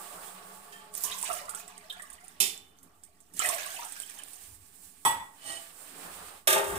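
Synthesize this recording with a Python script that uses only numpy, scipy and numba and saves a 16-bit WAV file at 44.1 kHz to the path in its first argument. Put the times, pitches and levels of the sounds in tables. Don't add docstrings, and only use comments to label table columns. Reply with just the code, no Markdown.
import sys
import numpy as np
from scipy import signal
from scipy.fft import rfft, irfft, next_fast_len
from scipy.io import wavfile
from scipy.ndimage import uniform_filter1d
from numba import njit

SR = 44100
rng = np.random.default_rng(int(sys.argv[2]) if len(sys.argv) > 2 else 0)


def gain_from_decibels(decibels):
    exponent = np.asarray(decibels, float) / 20
    return 10 ** exponent


def output_pcm(signal):
    pcm = np.clip(np.atleast_2d(signal).T, -1, 1) * 32767
    wavfile.write(sys.argv[1], SR, np.round(pcm).astype(np.int16))


N = 298992
M = next_fast_len(N)
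HZ = np.fft.rfftfreq(M, 1 / SR)
T = np.arange(N) / SR


def table(points, hz=HZ):
    f, v = np.transpose(points)
    return np.interp(np.log(hz + 1), np.log(f), v)


def level_at(points, **outside):
    s, db = np.transpose(points)
    return gain_from_decibels(np.interp(T, s, db, **outside))


def curves(rows):
    s, *columns = np.transpose(rows)
    return np.array([gain_from_decibels(np.interp(T, s, c, left=-120, right=-120)) for c in columns])


def unit(x):
    return x / np.sqrt(np.mean(x ** 2))


def colour(x, points):
    return unit(irfft(rfft(x, M) * gain_from_decibels(table(points)), M)[..., :N])


# f/Hz, correlation (0-1)
CORRELATION = [(60, 0.45), (130, 0.71), (290, 0.7), (640, 0.34), (1410, 0.05), (3100, 0), (6820, 0.08),
               (15000, 0)]


def two_noises():
    mid, side = rfft(rng.standard_normal((2, M)))
    c = np.clip(table(CORRELATION), 0, 1)
    sides = np.sqrt(1 + c) * mid + np.sqrt(1 - c) * side * np.array([[1], [-1]])
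    return unit(irfft(sides, M)[:, :N])


def resonances(x, peaks):
    return sum(gain_from_decibels(db) * signal.lfilter(*signal.iirpeak(hz, hz / w, SR), x) for hz, w, db in peaks)


def walk(rate):
    k = int(SR / rate)
    held = np.repeat(rng.standard_normal(N // k + 1), k)
    return 0.72 * uniform_filter1d(uniform_filter1d(held, k), k)[:N]


def fade(t, t60):
    return gain_from_decibels(-60 * t / t60)


def add(out, s, sound):
    i = int(s * SR)
    out[i:i + len(sound)] += sound[:N - i]


def thin(x):
    return signal.sosfilt(signal.butter(3, 400., "high", fs=SR, output="sos"), x)


def room(x, wet_db, pan_db=0.):
    tail_t60_s, treble_t60_s, treble_hz, early_t60_s = 0.38, 0.29, 5000., 0.019
    tail_db, early_db, left_lag_samples = -1, 1.5, 13
    t, echoes = T[:SR // 2], two_noises()[:, :SR // 2]
    dull = signal.lfilter(*signal.butter(2, treble_hz, fs=SR), echoes)
    tail = dull * fade(t, tail_t60_s) + (echoes - dull) * fade(t, treble_t60_s)
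    tail *= gain_from_decibels(tail_db) / np.sqrt(tail_t60_s)
    early = echoes * gain_from_decibels(early_db) * fade(t, early_t60_s) / np.sqrt(early_t60_s)
    onset = np.minimum(t / 0.0022, 1)
    reply = gain_from_decibels(wet_db) * (early + tail) * onset * np.sqrt(6 * np.log(10) / SR)
    reply[[0, 1], [left_lag_samples, 0]] += 1
    pan = gain_from_decibels(np.array([[pan_db], [-pan_db]]) / 2)
    return signal.fftconvolve(x[None], reply, axes=1)[:, :N] * pan


@njit
def grains(starts, hz, cycles, glide, size, n, sr):
    out = np.zeros(n)
    for k in range(len(starts)):
        phase, step, a = 0., 2 * np.pi * hz[k] / sr, size[k]
        loss = np.exp(-hz[k] / sr / cycles[k])
        for i in range(starts[k], min(n, starts[k] + int(6 * cycles[k] * sr / hz[k]))):
            out[i] += a * np.sin(phase)
            phase, step, a = phase + step, step * (1 + glide * hz[k] / sr), a * loss
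    return out


def shower(level_db, busy, per_s, lo_hz, hi_hz, cycles, glide, spread_db):
    chance = rng.random((5, N))
    starts = np.flatnonzero(chance[0] < per_s * busy / SR)
    pitch, life, size = chance[1:4, starts]
    hz = lo_hz * (hi_hz / lo_hz) ** pitch
    size_db = level_db[starts] + np.minimum(-spread_db * np.log(size + 1e-9), 14)
    return grains(starts, hz, cycles * (0.22 + life), glide, gain_from_decibels(size_db), N, SR)


# f/Hz, relative density level/dB per Hz
DEEP_SPECTRUM = [(76, -45.5), (130, -26), (167, -0.5), (226, -8.5), (274, -1.5), (340, -8.5), (440, -7),
                 (750, -120)]
RUMBLE_SPECTRUM = [(15, -46), (25, -27), (53, 0), (75, 0.5), (102, -1), (150, -36), (200, -36), (330, -120)]
# centre t/s, length/s, deep level/dB, rumble level/dB
BASS_SWELLS = [(.17, 0.16, -64, -70), (1.1, 0.25, -85, -71), (1.336, 0.24, -66, -67),
               (1.463, 0.57, -85, -68), (2.14, .12, -72, -71), (2.506, 0.89, -68, -70),
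               (2.854, 0.13, -61.5, -82), (3.364, 0.14, -58, -72), (4.23, 0.28, -68, -83),
               (4.553, 0.46, -83, -59.5), (4.856, 0.089, -68, -65), (5.174, 0.32, -59, -59),
               (5.543, 0.17, -64, -75), (5.98, 0.35, -56.5, -82), (6.083, 0.14, -56.5, -66),
               (6.202, 0.45, -60.5, -66), (6.761, 0.27, -46, -45)]


def thumps():
    steady_db = [[-70.5], [-75]]
    power = np.ones((2, N)) * gain_from_decibels(steady_db) ** 2
    for s, length, *db in BASS_SWELLS:
        swell = np.cos(np.pi * np.clip((T - s) / length, -.5, .5)) ** 4
        power += gain_from_decibels(np.array(db))[:, None] ** 2 * swell
    deep, rumble = np.sqrt(power)
    return colour(two_noises(), DEEP_SPECTRUM) * deep + colour(rng.standard_normal(N), RUMBLE_SPECTRUM) * rumble


# f/Hz, width/Hz, relative level/dB
HUM_RESONANCES = [(188.3, 8.4, -43), (420, 11.7, -43), (704, 14, -43), (863, 11.6, -40.5),
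                  (1125, 28, -43.5)]
# t/s, level/dB
HUM_GAIN = [(0, 13.5), (.8, 10), (1.5, 9), (2.8, -8), (4.6, -6.5)]


def hum():
    return resonances(two_noises(), HUM_RESONANCES) * level_at(HUM_GAIN)


# f/Hz, relative density level/dB per Hz
LID_SPECTRUM = [(76, -51.5), (130, -25), (179, -3.5), (291, -15), (356, 1.5), (491, -13), (780, -14),
                (1610, -16.5), (2410, 0.5), (5850, -1), (6340, 0.5), (8740, 2), (16000, -8.5)]
TUMBLER_SPECTRUM = [(60, -10), (300, -6), (900, 2.5), (2500, -4), (4500, -11.5), (9000, -13), (16000, -10)]
# f/Hz, relative level/dB, t60/s
LID_MODES = [(420, -38, 0.16), (458, -38, 0.81), (802, -37, 0.93), (2240, -26, 0.23), (3005, -29.5, 0.59),
             (3540, -18, 0.48), (4500, -33, .2), (5530, -14, 0.19), (6150, -29, 0.23), (7280, -22, 0.14),
             (8800, -4.5, 0.16), (9800, -2, 0.055), (10850, -1, 0.063), (12500, -3, 0.047)]
TUMBLER_MODES = [(829, -3, 0.34), (900, -1.5, 0.26), (991, -3.5, 0.29), (1105, -9.5, 0.28),
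                 (1267, -13, 0.27), (1943, 3, 0.16), (3444, -4.5, 0.15), (5770, -5, 0.082),
                 (7852, -1, 0.21), (8936, -4, 0.21), (10630, -6, 0.16), (12750, -19, 0.16),
                 (14740, -9, 0.12)]
CLINK_MODES = [(1784, 8.5, 0.37), (2660, -16, 0.37), (3170, -2, 0.42), (5100, 0, 0.093), (8390, 0, 0.64),
               (9440, -14, 4.2)]
# t/s, level/dB, softness/(dB lost per squared octave from 1.7 kHz)
LID_BLOWS = [(2.4012, -11.5, 0)]
TUMBLER_BLOWS = [(5.05, -10.5, 0), (5.062, -19, 1.5), (5.2, -35.5, 3)]
CLINK_BLOWS = [(0.7225, -44, 0)]


def steel(hits, modes, crash, crash_db, crash_t60):
    out, t, dense = np.zeros(N), T[:SR // 2], colour(rng.standard_normal(N), crash)
    hz, db, t60 = np.transpose(modes)[:, :, None]
    for s, hit_db, soft_db in hits:
        split, turn = rng.random((2, 3, len(modes), 1))
        partial_hz = hz + (57.0 + 0.008 * hz) * (split - .5)
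        mode_gain = gain_from_decibels(db - soft_db * np.log2(hz / 1700.0) ** 2)
        partials = mode_gain * np.sin(2 * np.pi * (partial_hz * t + turn)) * fade(t, t60)
        ring = np.sum(partials, axis=(0, 1))
        faint = gain_from_decibels(crash_db - 2 * soft_db) * dense[:len(t)] * fade(t, crash_t60)
        blow = ring / np.max(np.abs(ring)) + faint
        add(out, s, gain_from_decibels(hit_db) * blow * np.minimum(t / 0.00087, 1))
    return out


def steel_ware():
    lid = steel(LID_BLOWS, LID_MODES, LID_SPECTRUM, -10.5, 0.28)
    tumbler = steel(TUMBLER_BLOWS, TUMBLER_MODES, TUMBLER_SPECTRUM, -19.0, 0.34)
    clink = steel(CLINK_BLOWS, CLINK_MODES, LID_SPECTRUM, -7.0, .2)
    return lid + tumbler + clink


def contact(curve, hits, hit_t60, hit_db, dull_hz):
    grit = rng.standard_normal(N) * gain_from_decibels(1.73 * walk(120))
    rubbing = unit(signal.lfilter(*signal.butter(1, dull_hz, fs=SR), grit))
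    force = rubbing * level_at(curve, left=-120, right=-120)
    for s, db in hits:
        add(force, s, gain_from_decibels(db + hit_db) * grit[:SR // 3] * fade(T[:SR // 3], hit_t60))
    return force


# t/s, relative level/dB
SLIDE_FORCE = [(5.33, -80.5), (5.4, -63.5), (5.45, -47.5), (5.5, -41), (5.55, -44), (5.6, -53), (5.65, -87),
               (5.72, -70)]
# f/Hz, width/Hz, relative level/dB
SLIDE_RESONANCES = [(671, 5.7, 4.5), (803, 19, -7), (1165, 6.6, -2), (1910, 20, -5), (2996, 64, -6),
                    (4260, 51, -14), (5370, 77, -21), (6030, 65, -16), (7030, 75, -10.5), (8540, 124, -1),
                    (10500, 90, -22)]


def slide():
    force = contact(SLIDE_FORCE, [], .1, 0., 10200.0)
    return gain_from_decibels(19.5) * resonances(force, SLIDE_RESONANCES) + gain_from_decibels(-4.0) * force


# t/s, relative level/dB
SPOON_DRAG = [(6.56, -25.5), (6.574, -35), (6.642, -42), (6.72, -43), (6.78, -44.5)]
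# t/s, relative level/dB
SPOON_BLOWS = [(6.473, -8.5), (6.502, -13.5), (6.527, -12.5), (6.554, -27), (6.579, -21.5), (6.64, -30),
               (6.755, -31.5)]
# f/Hz, width/Hz, relative level/dB
PAN_RESONANCES = [(374, 3, 2), (404.5, 2.3, 5.5), (534, 10.7, -2.5), (630, 19, -1), (814, 6.5, -7),
                  (903.5, 19, 1), (1210, 7.7, 2), (1625, 68, -5), (1870, 63, -6.5), (2750, 120, -12.5),
                  (3630, 68, -12), (4500, 40, -31), (5400, 68, -27), (6710, 71, -17), (7700, 93, -12),
                  (8100, 240, -14.5), (8770, 230, -3.5), (9000, 40, -16), (9450, 60, -17), (11300, 49, -15),
                  (11100, 50, -20), (13400, 80, -19)]
# f/Hz, relative density level/dB per Hz
PAN_SPECTRUM = [(76, -67), (130, -45), (328, -24), (370, -12), (780, -7.5), (881, -5.5), (2830, -4),
                (4150, -11), (8570, -5.5), (15100, -10), (16000, -33)]


def spoon():
    force = contact(SPOON_DRAG, SPOON_BLOWS, 0.14, -4.5, 1130.0)
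    ring = gain_from_decibels(13.5) * resonances(force, PAN_RESONANCES)
    crash = gain_from_decibels(-3.5) * colour(force, PAN_SPECTRUM) * np.std(force)
    return ring + crash


# t/s, relative level/dB, f/Hz
BUBBLE_SWARMS = [(1.039, -29, 1053), (1.062, -34.5, 1066), (1.089, -35, 1070), (1.1139, -24, 3570),
                 (1.139, -33, 1057), (1.231, -33, 1040), (1.29, -27, 657), (1.2994, -26, 1235),
                 (1.309, -32, 640), (1.3857, -35, 1910), (1.4815, -33, 1276), (1.5354, -32, 1380),
                 (1.5994, -41, 2360), (1.69, -44.5, 991), (1.8986, -25.5, 3395), (1.9244, -34.5, 1560),
                 (1.9594, -39.5, 2240), (1.9959, -35, 1856), (3.3927, -23.5, 1323), (3.394, -23.5, 3085),
                 (3.4094, -30, 2130), (3.422, -38, 700), (3.4411, -25, 2564), (3.468, -35, 900),
                 (3.4894, -27.5, 1160), (3.493, -24.5, 654), (3.5194, -32, 2410), (3.529, -44, 753),
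                 (3.569, -44, 630), (3.5794, -28, 1620), (3.6394, -33, 1600), (3.7623, -33, 2740),
                 (3.788, -34, 863), (3.817, -35, 900), (3.8212, -31.5, 1266), (3.844, -36, 771),
                 (3.8594, -37, 1530), (3.9634, -39, 1616), (4.0294, -40.5, 3290), (4.148, -46, 858),
                 (4.1899, -37, 2940)]


def gurgles():
    swarm_s, swarm_s_per_ms = .035, 0.017
    late, off, size = rng.random((len(BUBBLE_SWARMS), 3, 9)).transpose(1, 0, 2)
    s, db, hz = np.transpose(BUBBLE_SWARMS)[:, :, None]
    period_ms = 1000 / hz
    start_s = s + (swarm_s + swarm_s_per_ms * period_ms) * late ** 2
    starts = (start_s * SR).astype(int).ravel()
    pitch = (hz * (1 + 0.18 * (off - .5))).ravel()
    gain = gain_from_decibels(db - 4 - 14.7 * late - 11.6 * size).ravel()
    return grains(starts, pitch, 8.2 + .003 * pitch, 0.00168, gain, N, SR)


# f/Hz, relative density level/dB per Hz
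HISS_SPECTRUM = [(2940, -17.5), (5000, -11), (6600, -8.5), (7310, -2), (8580, 2), (11500, -6.5),
                 (14900, -6), (15600, 0.5), (16000, -29)]
# t/s, click level/dB, f/Hz, relative level/dB of the puff of hiss
SPLASHING_DROPS = [(0.9392, -41, 9200, -41), (0.952, -18, 8870, -52), (0.977, -21, 14000, -56),
                   (1.0373, -14, 12200, -27.5), (1.115, -24.5, 8160, -51), (1.1852, -32, 7750, -40),
                   (1.2141, -24, 9700, -44), (1.228, -14.5, 8600, -47), (1.2417, -33, 8100, -35.5),
                   (1.278, -22, 7900, -46), (1.3293, -25, 9300, -35.5), (1.454, -34, 7450, -53),
                   (1.494, -20, 8800, -38), (1.5489, -22, 8160, -41), (1.6795, -30, 7900, -49.5),
                   (1.7796, -28.5, 8440, -63), (1.899, -47, 13900, -48), (1.925, -35, 8120, -51),
                   (1.997, -52, 8200, -56), (2.0213, -29, 8450, -45.5), (2.102, -29, 9100, -52),
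                   (2.129, -37, 8500, -48), (2.2049, -50, 8850, -63), (2.242, -45, 9100, -52.5),
                   (2.2813, -33, 9000, -54), (2.577, -30, 7640, -60), (2.7875, -43.5, 6330, -67),
                   (2.83, -50, 12100, -52), (3.036, -38.5, 8200, -50.5), (3.204, -43, 7900, -56.5),
                   (3.337, -47, 9700, -46.5), (3.366, -44, 6660, -41), (3.3934, -9.5, 7540, -33),
                   (3.4363, -27, 8800, -33.5), (3.458, -13, 8540, -35.5), (3.489, -8.5, 8900, -31),
                   (3.5473, -20, 8000, -41), (3.6604, -32, 9000, -42.5), (3.746, -27, 8900, -47),
                   (3.8476, -31, 8550, -41), (3.9222, -24, 8300, -45), (4.001, -19, 8900, -51),
                   (4.019, -35, 8100, -44), (4.0614, -37, 8350, -49), (4.0986, -26, 8770, -49),
                   (4.187, -42, 8800, -46), (4.236, -25, 8910, -61), (4.284, -32, 9300, -58),
                   (4.3335, -29, 9200, -54)]


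def splashing_drops():
    click_t60_s, puff_t60_s = 0.0065, 0.089
    out, t, noise = np.zeros(N), T[:SR // 3], colour(rng.standard_normal(N), HISS_SPECTRUM)
    for s, db, hz, puff_db in SPLASHING_DROPS:
        click = np.sin(2 * np.pi * hz * t) * fade(t, click_t60_s)
        hiss = np.roll(noise, -int(s * SR))[:len(t)]
        puff = (1.1 * hiss + resonances(hiss, [(hz, 1500., 3.)])) * fade(t, puff_t60_s)
        add(out, s, gain_from_decibels(db) * click + gain_from_decibels(puff_db) * puff)
    return out


# f/Hz, relative density level/dB per Hz
SPRAY_SPECTRUM = [(1000, -29.5), (1700, -4.5), (1920, -9.5), (2680, -7.5), (4810, -13), (6000, -19),
                  (7800, -35), (13200, -120)]
ROAR_SPECTRUM = [(200, -49), (340, -8), (493, -7), (853, -1), (967, -6.5), (1160, -0.5), (2000, -15),
                 (2600, -28), (4400, -120)]
# t/s, then level/dB of hiss, spray and low roar before flicker
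BACKGROUND_NOISE = [(0.0, -47, -54, -51.5), (0.28, -47, -54, -49.5), (0.45, -52.5, -57.5, -53),
                    (0.68, -53.5, -60, -56.5), (0.9, -59.5, -60, -59.5), (1.7, -56, -57, -60.5),
                    (2.33, -58, -63.5, -64.5), (2.7, -62.5, -70.5, -67), (2.87, -64, -72.5, -65),
                    (3.02, -64, -74.5, -74.5), (3.3, -63.5, -72.5, -71.5), (4.45, -53.5, -64, -73),
                    (4.72, -56, -69, -71), (4.85, -50, -68, -71.5), (5.0, -58, -68, -74),
                    (5.25, -57.5, -77, -64.5), (5.5, -51.5, -53, -65), (5.78, -49.5, -58.5, -59),
                    (6.08, -44, -50, -48), (6.21, -48, -52, -49.5), (6.38, -52.5, -58.5, -55),
                    (6.45, -66.5, -70, -69), (6.55, -52, -82, -31), (6.7, -39, -70, -41.5),
                    (6.78, -42, -66, -37)]
# t/s, then level/dB of hiss, spray and low roar before flicker
SPLASHING_POURS = [
    [(0.92, -57, -82, -64), (0.98, -35.5, -95, -60), (1.05, -29, -49, -75), (1.11, -40, -42, -66),
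     (1.21, -36, -58, -54), (1.26, -39, -41.5, -65), (1.3, -35.5, -49, -44.5), (1.38, -40, -47.5, -54),
     (1.47, -52, -64, -56.5), (1.6, -41.5, -56, -63), (1.7, -88, -81, -79)],
    [(3.3, -71, -82, -69), (3.38, -41, -51, -72), (3.42, -34.5, -36, -41.5), (3.47, -29.5, -39, -42),
     (3.55, -34.5, -41.5, -47.5), (3.62, -37.5, -41.5, -47), (3.68, -40, -45.5, -53.5),
     (3.78, -37.5, -47, -57), (3.89, -45, -51.5, -73), (4.04, -47.5, -52.5, -63.5),
     (4.2, -46.5, -52, -64.5), (4.44, -47.5, -67, -66), (4.6, -64, -83, -85)],
]
# t/s, share of the full droplet rate (0-1)
WATER_FALLING = [(.9, .03), (.95, 1), (2.3, 0.75), (2.4, 0.13), (3.3, 0.56), (3.4, 0.79), (4.4, 0.36),
                 (4.7, 0)]


def water_and_wash():
    power = sum(curves(rows) ** 2 for rows in [BACKGROUND_NOISE] + SPLASHING_POURS)
    hiss_db, spray_db, roar_db = 10 * np.log10(power)
    falling = np.clip(np.interp(T, *np.transpose(WATER_FALLING)), 0, 1)
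    drops = shower(hiss_db - 6.0, falling, 700., 5520.0, 15000., 4., 0.0037, 10.6)
    fizz = shower(spray_db + 1.0, falling, 300., 1791.0, 5530.0, 12.0, 0.00557, 1.9)
    bubbles = shower(roar_db + 0.1, falling, 120., 550., 1974.0, 20.0, .004, 3.0)
    smooth_db = -7. * falling
    flicker_db = 3.3 + 2.2 * falling
    hiss = colour(two_noises(), HISS_SPECTRUM) * gain_from_decibels(hiss_db + smooth_db + flicker_db * walk(30))
    spray = colour(two_noises(), SPRAY_SPECTRUM) * gain_from_decibels(spray_db + smooth_db + flicker_db * walk(40))
    roar = colour(two_noises(), ROAR_SPECTRUM) * gain_from_decibels(roar_db + smooth_db + flicker_db * walk(22.03))
    return hiss + spray + roar + room(thin(drops + fizz + bubbles), -1.3)


def scene():
    background = thumps() + hum()
    struck = room(thin(gurgles()) + steel_ware(), .1)
    rubbed = room(slide(), -1.5) + room(spoon(), -1.85, pan_db=4.0)
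    return background + struck + rubbed + room(splashing_drops(), -6.5) + water_and_wash()


def low_pass(x):
    return signal.sosfilt(signal.butter(12, 16830, fs=SR, output="sos"), x)


# f/Hz, left minus right level/dB
PORT_DIFFERENCE = [(60, 0), (110, 4.5), (200, -3.5), (380, -4), (700, -2), (1290, -2), (2380, -2.5),
                   (4400, -7), (8120, -19.5), (15000, -5)]
# f/Hz, level/dB
BAND_LIMIT = [(15000, -1), (15500, -1.5), (15750, -31), (17000, -40.5)]


def record(dry):
    ratio = gain_from_decibels(table(PORT_DIFFERENCE))
    ports = np.sqrt(2 / (1 + ratio ** 2)) * np.array([ratio, ratio ** 0]) * gain_from_decibels(table(BAND_LIMIT))
    mix = irfft(rfft(dry, M) * ports, M)[:, :N] + 0.00051
    return low_pass(mix)


dry = scene()
out = record(dry)
output_pcm(out)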